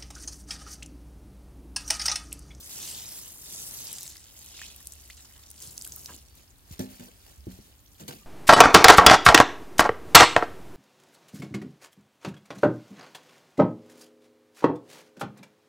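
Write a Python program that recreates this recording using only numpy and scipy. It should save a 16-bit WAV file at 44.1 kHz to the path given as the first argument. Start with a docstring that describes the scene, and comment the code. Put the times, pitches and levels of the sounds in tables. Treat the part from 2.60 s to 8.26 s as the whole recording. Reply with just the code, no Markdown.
"""A watering can sprinkles wet garden soil: damped grains make the hiss and patter of fine drops.
Fat drops tick on dead leaves, slap on mud or plip into puddles, bubbles whose pitch climbs.
The pour thins to a dribble as boots start to brush the grass, in bursts of crackle; a low hum wavers.
A last shake, and the spout gurgles on ringing modes. Boots rustle off, over a plank for a moment, and
the hollow can knocks on its own modes as it is put down. Quiet air and far-off whistles lie behind."""
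import sys
import numpy as np
from scipy import signal
from scipy.fft import rfft, irfft
from scipy.io import wavfile
from scipy.ndimage import uniform_filter1d, map_coordinates

SR = 44100
rng = np.random.default_rng(int(sys.argv[2]) if len(sys.argv) > 2 else 0)


def wav_record(signal):
    """Record a signal, one row per channel, as 16-bit PCM in the file named by sys.argv[1]."""
    frames = np.transpose(np.atleast_2d(signal))
    bounded = np.clip(frames, -1, 1)
    # unit amplitude maps onto the largest positive 16-bit level
    quanta = np.round(bounded * 32767).astype(np.int16)
    wavfile.write(sys.argv[1], SR, quanta)


N = 249606
T = np.arange(N) / SR
HZ = np.fft.rfftfreq(N, 1 / SR)
REFERENCE_FLOW_DB = -40  # the strong flow at which the water layers' levels are set

# The pour, two full sweeps, a dribble and a last shake: start_s, flow_db, brightness_db_per_octave
POUR = [(0, -47, 6), (.23, -39, 2.5), (.36, -39.5, 2.5), (.44, -42.5, 2), (.56, -43, 6.5), (.69, -45.5, 4),
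        (0.785, -51, 7), (0.9, -42.5, 3), (1.08, -41, 7), (1.3, -41, 2), (1.44, -45, 4.5),
        (1.66, -54.5, 1.5), (1.881, -49, 1.5), (2.032, -46.5, -5), (2.25, -54, 4.5), (2.57, -54.5, 0.5),
        (2.95, -56.5, 4.5), (3.037, -44, 3.5), (3.14, -52.5, 7.5), (3.35, -50, 7.5), (3.55, -49.5, 3),
        (3.61, -59.5, 1)]
# Spectrum of fine drops, also lent to springing stems: frequency_hz, level_db
HISS = [(1500, -36), (2500, -8.5), (3600, -5.5), (5200, -4.5), (7200, -2.5), (10000, -7), (13000, -9),
        (16000, -14)]


def amp(db):
    """Decibels to gain."""
    return 10 ** (np.asarray(db) / 20)


def unit(x):
    """Scales to rms 1."""
    return x / np.sqrt(np.mean(x ** 2) + 1e-20)


def read(points, hz):
    """Reads a spectrum on a log-frequency axis."""
    f, value = np.transpose(points)
    return np.interp(np.log(hz + 1), np.log(f + 1), value)


def colour(x, points):
    """Gives x a spectrum that falls away below its lowest point; rms 1."""
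    low_cut = 1 / np.sqrt(1 + (points[0][0] / 2 / (HZ + 1)) ** 4)
    return unit(irfft(rfft(x) * amp(read(points, HZ)) * low_cut, N))


def add(mix, s, sound):
    """Adds a sound into the mix at time s."""
    part = mix[..., max(round(s * SR), 0):][..., :sound.shape[-1]]
    part += sound[..., :part.shape[-1]]


def held(start, end, fade_s):
    """Gain that fades in from start, holds, and fades out by end."""
    return np.clip(np.minimum(T - start, end - T) / fade_s, 0, 1)


def follow(rows, axis=1):
    """One column of a control curve, at every sample."""
    rows = np.array(rows)
    return np.interp(T, rows[:, 0], rows[:, axis])


def flutter(depth_db, per_s):
    """Random quick swings of gain."""
    knots = np.arange(0, T[-1] + 1, 1 / per_s)
    swings = rng.standard_normal(len(knots))
    return amp(depth_db * np.interp(T, knots, swings))


def pair(x, lead):
    """One sound at two microphones, the left one ahead by lead samples."""
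    return np.array([map_coordinates(x, [np.arange(N) + side * lead], order=3) for side in (.5, -.5)])


def diffuse():
    """Noise from all around, its likeness at the two microphones strongest in the bass."""
    # Likeness of the two sides: frequency_hz, correlation (0 to 1)
    likeness = [(30, 0.63), (250, 0.77), (600, 0.71), (1200, 0.15), (3000, 0), (16000, 0.02)]
    a, b = rfft(rng.standard_normal((2, N)))
    same = np.clip(read(likeness, HZ), -1, 1)
    return irfft(np.array([a, same * a + np.sqrt(1 - same ** 2) * b]), N)


def band_noise(hz, ratio, size=4000):
    """Noise around hz for both sides, with gentle skirts."""
    band = signal.butter(2, [hz / ratio, min(hz * ratio, SR * .45)], "band", fs=SR, output="sos")
    return unit(signal.sosfilt(band, rng.standard_normal((2, size))))


def grains(per_s, spread_db, cycles, count=24):
    """A shower of tiny damped rings of many pitches and uneven size, levelled across pitch; rms 1."""
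    t, out = np.arange(400) / SR, np.zeros(N)
    for hz in np.geomspace(600, 16000, count):
        chance = rng.random(N)
        size = np.minimum(rng.standard_exponential(N), 4)
        # high rings are shorter, so they come more often
        at = np.flatnonzero(chance < per_s * np.sqrt(hz / 5000) / count / SR)
        train = np.zeros(N)
        train[at] = amp(spread_db * size[at]) * (-1) ** at
        ring = np.sin(2 * np.pi * hz * t) * np.exp(-hz * t / cycles)
        out += np.sqrt(hz) * unit(signal.oaconvolve(train, ring)[:N])
    return unit(out)


def scatter(x, near_db, far_db, count=9):
    """Clods and boards smear each sound; every spot, and each side, has other reflections."""
    near_s, far_s = .0025, .02  # decay of the reflections
    t, out = np.arange(3500) / SR, x.copy()
    spot = rng.integers(0, count, N // 64 + 1)[np.arange(N) // 64]
    for k in range(count):
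        decays = np.exp(-t / np.array([near_s, far_s])[:, None, None])
        near, far = rng.standard_normal((2, 2, len(t))) * decays
        taps = (amp(near_db) * unit(near) + amp(far_db) * unit(far)) / np.sqrt(len(t))
        here = uniform_filter1d((spot == k) * 1., size=32)
        out += signal.oaconvolve(x * here, taps, axes=1)[:, :N]
    return out


def wander(x, patchy_db, tilt=np.zeros(N)):
    """The colour shifts in brief patches, and leans by tilt dB per octave around 7 kHz."""
    hz, t, z = signal.stft(x, SR, nperseg=1024, noverlap=768)
    patches = uniform_filter1d(rng.standard_normal(z.shape[1:]), size=6, axis=0)  # across pitch
    patches = unit(uniform_filter1d(patches, size=8, axis=1))  # across time
    lean = np.log2(np.maximum(hz, 1000) / 7000)[:, None] * np.interp(t, T, tilt)
    shifted = z * unit(amp(patchy_db * patches)) * amp(lean)
    return signal.istft(shifted, SR, nperseg=1024, noverlap=768)[1][:, :N]


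def knocks(rows, modes, contact_s, clatter_db):
    """Each blow rings the body's modes, with a short dull clatter around them."""
    out, t = np.zeros(N), T[:SR // 2]
    dull = signal.butter(2, [120, 600], "band", fs=SR, output="sos")
    for s, db, pitch, ring, dull_db in rows:
        body = np.zeros(len(t))
        for hz, mode_db, t60 in modes:
            level_db = mode_db - dull_db * np.log2(hz / 250) - 60 * t / (t60 * ring)
            body += amp(level_db) * np.sin(2 * np.pi * hz * pitch * t)
        clatter = unit(signal.sosfilt(dull, rng.standard_normal(len(t))))
        clatter *= amp(clatter_db) * np.exp(-t / (.035 * ring))
        add(out, s, amp(db) * (body + clatter) * (1 - np.exp(-t / contact_s)))
    return out


def thuds(rows):
    """Soft low pushes that swell and die away over a moment."""
    out, t = np.zeros(N), T[:SR // 3]
    for s, db, hz, decay in rows:
        u = t / decay
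        add(out, s, amp(db) * u * np.exp(1 - u) * np.sin(2 * np.pi * hz * t))
    return out


def garden_air():
    """Quiet outdoor air: diffuse noise, heaviest in the bass."""
    # Spectrum of the air: frequency_hz, level_db
    air = [(30, 2), (55, 10), (100, 3.5), (170, -7), (260, -7), (450, -16), (800, -15.5), (2000, -19),
           (6000, -21), (16000, -19.5)]
    return amp(-57) * colour(diffuse(), air)


def water_flow():
    """Gain of the pour; it stops soon after the last shake."""
    return amp(follow(POUR)) * held(-1, POUR[-1][0] + .1, fade_s=.1)


def spray():
    """Strong flow is a dense hiss, weak flow separate drops; wet ground splashes, drier ground patters."""
    # Where the spray lands: start_s, left_lead_samples, wetness_db (more splash, less dull patter)
    aim = [(0, 6.5, 1), (.35, -1.5, 1.5), (1.05, -5, 0), (1.7, 3, 2.5), (2.25, 3, -2.5), (2.8, 2.5, 7),
           (3.15, 1, -6.5), (3.6, 3, -2.5)]
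    # Spectrum of splashes on wet ground: frequency_hz, level_db
    splash = [(350, 11.5), (700, 9), (1300, 7.5), (2100, 11), (3200, -18), (6000, 1.5)]
    # Spectrum of dull patter on soil: frequency_hz, level_db
    soil_patter = [(70, -3.5), (120, 6), (160, 4.5), (220, -0.5), (320, 0), (500, -7), (900, -6.5),
                   (2000, -15)]
    full_per_s = 7000  # nominal grain rate at the strongest flow
    flow, brightness = water_flow(), follow(POUR, axis=2)
    lead, wetness = follow(aim), follow(aim, axis=2)

    # the exponents are dB gained per dB of flow
    relative_flow = flow / amp(REFERENCE_FLOW_DB)
    puddles = amp(-58.5 + wetness) * relative_flow ** .69
    soil = amp(-52.5 - wetness) * relative_flow ** .99
    share = np.clip(flow / flow.max(), .05, 1) ** 1.2
    clumps = flutter(depth_db=.6, per_s=260)  # the streams break into bunches of drops

    fine = grains(full_per_s * share, spread_db=3.1, cycles=1.2) / np.sqrt(share)
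    fine = colour(scatter(pair(fine, lead), near_db=-2, far_db=-1), HISS)
    fine = wander(fine, patchy_db=2.6, tilt=brightness)  # the colour shifts in brief patches
    coarse = grains(400, spread_db=2.2, cycles=.8)  # larger drops prick through the hiss
    coarse = colour(scatter(pair(coarse, lead), near_db=-7, far_db=-12), HISS)
    hiss = fine + amp(-11) * coarse * share ** -.1

    wet = grains(full_per_s * share, spread_db=3.1, cycles=2.2) / np.sqrt(share)
    wet = colour(scatter(pair(wet, lead), near_db=-9.5, far_db=-4.5), splash)
    patter = colour(diffuse(), soil_patter)  # the soil takes each impact as a dull push
    return clumps * (flow * hiss + puddles * wet + soil * patter)


def tick(hz):
    """A fat drop on a leaf: a bright crack, a snap of a cycle or two and a spatter of droplets."""
    t = T[:4000]
    snap = np.cos(2 * np.pi * hz * t) * np.exp(-t * hz / 2.2)  # decays over 2.2 cycles
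    crack = amp(-9) * np.exp(-t / .0006) * band_noise(10000, ratio=1.8)
    spatter = amp(-13) * np.exp(-t / .002) + amp(-35) * np.exp(-t / .015)  # droplets near and far
    landing = 1 - np.exp(-t / .00004)
    hit = landing * (snap + crack + spatter * band_noise(hz, ratio=1.24))
    no_bass = signal.butter(2, hz / 2.5, "high", fs=SR, output="sos")  # a leaf gives off no bass
    return signal.sosfilt(no_bass, hit)


def stray_drops(count=420):
    """Lesser fat drops fall at random, to either side, for as long as the water runs."""
    out = np.zeros((2, N))
    strength = (water_flow() / amp(REFERENCE_FLOW_DB)) ** .5
    times = np.cumsum(rng.standard_exponential(count)) / 45  # mean drops per second
    for s, (size, octave, side) in zip(times, 2 * rng.random((count, 3)) - 1):
        db = -44 + 5 * size + 3 * np.array([[1], [-1]]) * side
        pitch_hz = 8040 * 2 ** (.5 * octave)
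        add(out, s, np.interp(s, T, strength) * amp(db) * tick(pitch_hz))
    return out


def drops():
    """Fat drops tick on leaves, slap on mud or trap a bubble whose pitch climbs by up to an octave."""
    # Loudest fat drops on leaves and crumbs: start_s, level_db (before a small lift), pitch_hz
    tick_rows = [(.2195, -28, 9000), (.601, -36.5, 13600), (0.68, -31, 13400), (0.8175, -34, 10000),
                 (.8845, -37, 10800), (1.0004, -23, 7500), (1.0192, -23, 9400), (1.11, -23.5, 7140),
                 (1.2702, -25.5, 5000), (1.3165, -26, 8500), (1.3296, -18, 9800), (1.353, -32, 6800),
                 (1.409, -25, 7340), (1.4312, -21, 9400), (1.478, -24.5, 6600), (1.5005, -29, 7000),
                 (1.5685, -32, 4800), (1.7912, -32, 10300), (1.845, -33, 10000), (1.862, -29, 7650),
                 (2.0165, -27.5, 7200), (2.025, -32, 5550), (2.162, -32, 11300), (2.205, -34, 9100),
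                 (2.2713, -19.5, 9250), (2.322, -26, 7500), (2.336, -31.5, 8350), (2.3541, -35.5, 10700),
                 (2.412, -36, 8900), (2.5007, -33, 6900), (2.568, -42, 7150), (2.639, -42.5, 8500),
                 (2.9035, -28.5, 8800), (2.9133, -27, 11400), (3.003, -31, 6900), (3.0236, -30, 10300),
                 (3.074, -28, 7560), (3.1768, -26, 10000), (3.179, -21.5, 6200), (3.213, -27, 5240),
                 (3.2221, -23, 7500), (3.2464, -28, 7340), (3.2504, -23, 11000), (3.265, -28, 9000),
                 (3.275, -23.5, 9500), (3.3218, -22.5, 6200), (3.3576, -31, 10700), (3.362, -20.5, 12500),
                 (3.3944, -31, 11000), (3.446, -32, 9100), (3.4595, -19.5, 5800), (3.553, -34, 8900),
                 (3.5633, -34, 7100), (3.755, -46, 9800)]
    # Drops that trap a bubble: start_s, level_db, starting_pitch_hz, rise_octaves_per_s, decay_s
    plip_rows = [(1.4655, -36, 3700, 190, 0.0026), (1.559, -43, 1690, 200, 0.0018),
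                 (1.979, -38, 3500, 50, .002), (1.9917, -39.5, 1944, 180, 0.005),
                 (2.0164, -34.5, 1690, 47, 0.0036), (2.500, -40, 1890, 44, 0.0059),
                 (2.503, -40, 2660, 170, 0.0041), (2.8355, -45.5, 3580, 14, 0.0027)]
    # Gobs of water that slap and splatter on mud: start_s, level_db, centre_hz, decay_s
    slap_rows = [(1.3836, -34, 6500, 0.0037), (1.384, -42, 3200, 0.0039), (1.4087, -39, 6000, 0.0015),
                 (1.478, -39.5, 3000, .0012), (2.0598, -40, 4670, 0.0027), (2.162, -41, 11500, .0025),
                 (2.2045, -53, 9000, .0025), (2.205, -53, 1480, .004), (2.569, -47.5, 6050, 0.0076),
                 (2.571, -61, 1500, 0.0027), (2.843, -60, 4200, .002), (2.912, -50, 6000, 0.0025),
                 (3.0223, -39, 8500, .002), (3.248, -40, 3770, 0.0017), (3.265, -50.5, 1300, 0.0063),
                 (3.367, -54, 1220, 0.0078), (3.486, -55, 2220, 0.014), (3.519, -43.5, 1400, 0.0026),
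                 (3.752, -52.5, 11000, 0.0045)]
    ticks, wet, t = np.zeros((2, N)), np.zeros((2, N)), T[:4000]
    for s, db, hz in tick_rows:
        add(ticks, s, amp(db + .4) * tick(hz))
    for s, db, hz, rise, decay in plip_rows:
        pitch_hz = hz * 2 ** np.minimum(rise * t, 1)
        bubble = np.sin(2 * np.pi * np.cumsum(pitch_hz) / SR)
        impact = .3 * rng.standard_normal(len(t)) * np.exp(-t / .002)
        add(wet, s, amp(db) * (bubble + impact) * np.exp(-t / decay))
    for s, db, hz, decay in slap_rows:
        add(wet, s, amp(db) * band_noise(hz, ratio=1.33)[0] * np.exp(-t / decay))
    return ticks + scatter(wet, near_db=-12, far_db=-12)


def distant_hum():
    """A low distant hum comes and goes, wavering in pitch and level around 71 Hz."""
    turns = np.cumsum(70.8 * flutter(depth_db=.3, per_s=14)) / SR
    level = amp(-56.5) * held(1.71, 3.92, fade_s=.33) * flutter(depth_db=1.8, per_s=12)
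    return level * np.sin(2 * np.pi * turns)


def grass(lead=19):
    """Stems crackle to one side: brushed, swished by strides, crunched by weight, then springing back."""
    # Boots and can swishing through grass: height_of_swish_s, level_db
    swishes = [(3.78, -55.5), (4.126, -52.5), (4.315, -52), (4.44, -51), (4.61, -57), (4.70, -54.5),
               (4.922, -52.5), (5.06, -57.5), (5.53, -49)]
    # Stems and grit crushed underfoot or under the can: start_s, level_db, attack_s, decay_s
    crunches = [(4.108, -57, 0.0022, 0.035), (4.132, -48, .0005, 0.0057), (4.1926, -35, .0004, 0.0055),
                (4.202, -40, 0.0011, 0.025), (4.302, -59, 0.0022, 0.012), (4.33, -58, .001, .008),
                (4.349, -56, 0.0022, 0.023), (4.395, -47.5, .002, 0.013), (4.664, -51, 0.00044, 0.0034),
                (4.676, -58, .0005, 0.0049), (4.712, -59, .0005, 0.0046), (5.379, -55.5, .003, 0.027),
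                (5.397, -43, 0.0023, 0.017), (5.479, -33, 0.0016, 0.0084), (5.487, -44, 0.0016, 0.016),
                (5.507, -46, .001, .008), (5.528, -55, 0.0011, 0.01)]
    # Spectrum of rustling grass: frequency_hz, level_db
    rustle = [(300, 5.5), (600, -2.5), (1100, -8), (1700, -8.5), (2800, -5.5), (4000, -5.5), (7500, -5.5),
              (11000, -7), (16000, -5.5)]
    swish_rise_s, swish_fall_s = .048, .073
    walking = held(2.2, np.inf, swish_rise_s)
    force = amp(-74) * walking  # light brushing all through the walk
    for s, db in swishes:
        swell = np.exp(np.minimum((T - s) / swish_rise_s, (s - T) / swish_fall_s))
        force = np.hypot(force, amp(db) * swell)
    t = T[:SR // 3]
    for s, db, attack, decay in crunches:
        add(force, s, amp(db) * (1 - np.exp(-t / attack)) * np.exp(-t / decay))

    crackle = pair(grains(6000, spread_db=3.2, cycles=1.5), lead)
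    crackle = colour(scatter(crackle, near_db=-1, far_db=-2, count=18), rustle)
    give = flutter(depth_db=1.3, per_s=240)  # stems give way in bunches
    trodden = force * give * wander(crackle, patchy_db=1.8)
    snaps = pair(grains(160, spread_db=2, cycles=3), lead)  # trodden stems springing back
    snaps = colour(scatter(snaps, near_db=2, far_db=-3), HISS)
    return trodden + amp(-66) * walking * snaps


def footfalls():
    """Soft footfalls on earth, short low pushes."""
    # Footfalls: start_s, level_db, pitch_hz, decay_s
    steps = [(3.073, -43, 106, 0.0042), (4.109, -35, 140, 0.002), (4.115, -38, 70.4, 0.007),
             (4.775, -43, 67.4, 0.018), (4.925, -44.5, 85.5, 0.01), (5.485, -40.5, 147, 0.0097),
             (5.486, -45, 277, 0.0061)]
    return thuds(steps)


def gurgle():
    """The last water gurgles down the spout, ringing its modes, and sloshes low in the can."""
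    # Gurgles: start_s, level_db, pitch_factor, ring_factor, dullness_db_per_octave
    gulps = [(3.4835, -48, 1.1, 1, -0.16), (3.4905, -40, 1.05, 0.95, 0), (3.4985, -41, 1, 1, 0),
             (3.5055, -44.5, 1.04, 0.95, 0.086), (3.5195, -47, 1.3, .6, -1)]
    # Modes of the spout, before the factors: pitch_hz, level_db, t60_s
    spout = [(992, -1, 0.038), (1237, -2.5, 0.029), (1580, -1.5, 0.03), (2690, -3, 0.017)]
    # Water sloshing in the can: start_s, level_db, pitch_hz, decay_s
    sloshes = [(3.492, -55, 326, 0.0045), (3.521, -60, 400, 0.0057), (3.542, -50, 266, 0.0043),
               (3.572, -57.5, 215, 0.0095)]
    return knocks(gulps, spout, contact_s=.00095, clatter_db=-15.5) + thuds(sloshes)


def distant_whistles():
    """Thin far-off whistles glide from one pitch to another, trembling in pitch and level."""
    # Whistles: start_s, end_s, start_pitch_hz, end_pitch_hz, level_db
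    whistles = [(3.66, 3.77, 4400, 4650, -69), (5.185, 5.395, 14300, 12400, -68),
                (5.6, 5.645, 1230, 1170, -63)]
    tones = np.zeros(N)
    for start, end, from_hz, to_hz, db in whistles:
        glide = np.sin(np.pi / 2 * np.clip((T - start) / (end - start), 0, 1))
        pitch = (from_hz + (to_hz - from_hz) * glide) * flutter(depth_db=.07, per_s=500)
        level = amp(db) * held(start, end, fade_s=.02) * flutter(depth_db=3.5, per_s=90)
        tones += level * np.sin(2 * np.pi * np.cumsum(pitch) / SR)
    return tones


def can_knocks():
    """Knocks of the hollow can, which rings on long low modes."""
    # Blows: start_s, level_db, pitch_factor, ring_factor, dullness_db_per_octave
    blows = [(4.193, -29, 1, 1.19, 2.5), (4.396, -41, 0.94, 1.1, 2.5), (4.481, -45, 1.85, 0.21, -4.5),
             (5.400, -48.5, 0.92, 1.1, 1.5), (5.417, -41, 0.78, 0.91, 0.5), (5.484, -38.5, 1.88, 0.36, -4),
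             (5.505, -47.5, 1.36, 0.92, -1.5), (5.526, -46, 1.04, 0.65, 2), (5.553, -52, .85, 1.14, 1.5)]
    # Modes of the can, before the factors: pitch_hz, level_db, t60_s
    can = [(106.4, -7.5, 0.18), (184, 1.5, 0.076), (197.8, -5.5, 0.3), (257.7, 1, 0.25), (367, -6, 0.15),
           (492.5, -19.5, 0.17), (601, -10.5, 0.25), (833, -15.5, 0.26), (1660, -14, 0.13),
           (1750, -18, 0.22), (1890, -17, 0.14), (2215, -22, .18), (2420, -22, .16)]
    return knocks(blows, can, contact_s=.0035, clatter_db=-9)


def plank_knocks():
    """Boots on a plank, whose modes are low and mostly short."""
    # Steps: start_s, level_db, pitch_factor, ring_factor, dullness_db_per_octave
    steps = [(4.869, -33, 1, 0.98, 0.5), (4.989, -42.5, 1.12, 0.38, 5)]
    # Modes of the plank, before the factors: pitch_hz, level_db, t60_s
    plank = [(62.7, -19, 0.44), (108, 6, 0.059), (186, -3.5, 0.29), (251, -3, 0.16), (316, 8.5, 0.046),
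             (372, -20, 0.02), (544, -15, 0.13)]
    return knocks(steps, plank, contact_s=.0015, clatter_db=-16)


def scene():
    """Water in front; boots and can off to one side."""
    water = spray() + stray_drops() + drops() + pair(gurgle(), lead=3.6)
    boots_and_can = pair(footfalls() + can_knocks() + plank_knocks(), lead=20.2)
    background = garden_air() + distant_hum() + distant_whistles()
    return water + grass() + boots_and_can + background


def record(dry):
    """Two slightly unlike microphones, a rumble filter and the band limit."""
    # Difference in the microphones' colour: frequency_hz, left_minus_right_db
    sides = [(700, -0.6), (2000, -0.5), (4500, -1), (8000, -1), (13000, 3.5)]
    heard = irfft(rfft(dry) * amp(np.array([[.5], [-.5]]) * read(sides, HZ)), N)
    heard = signal.sosfilt(signal.butter(3, 36, "high", fs=SR, output="sos"), heard)
    band_limit = signal.firwin(255, 16000, window=("kaiser", 9), fs=SR)
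    return signal.oaconvolve(heard, band_limit[None], "same")


dry = scene()
out = record(dry)
wav_record(out)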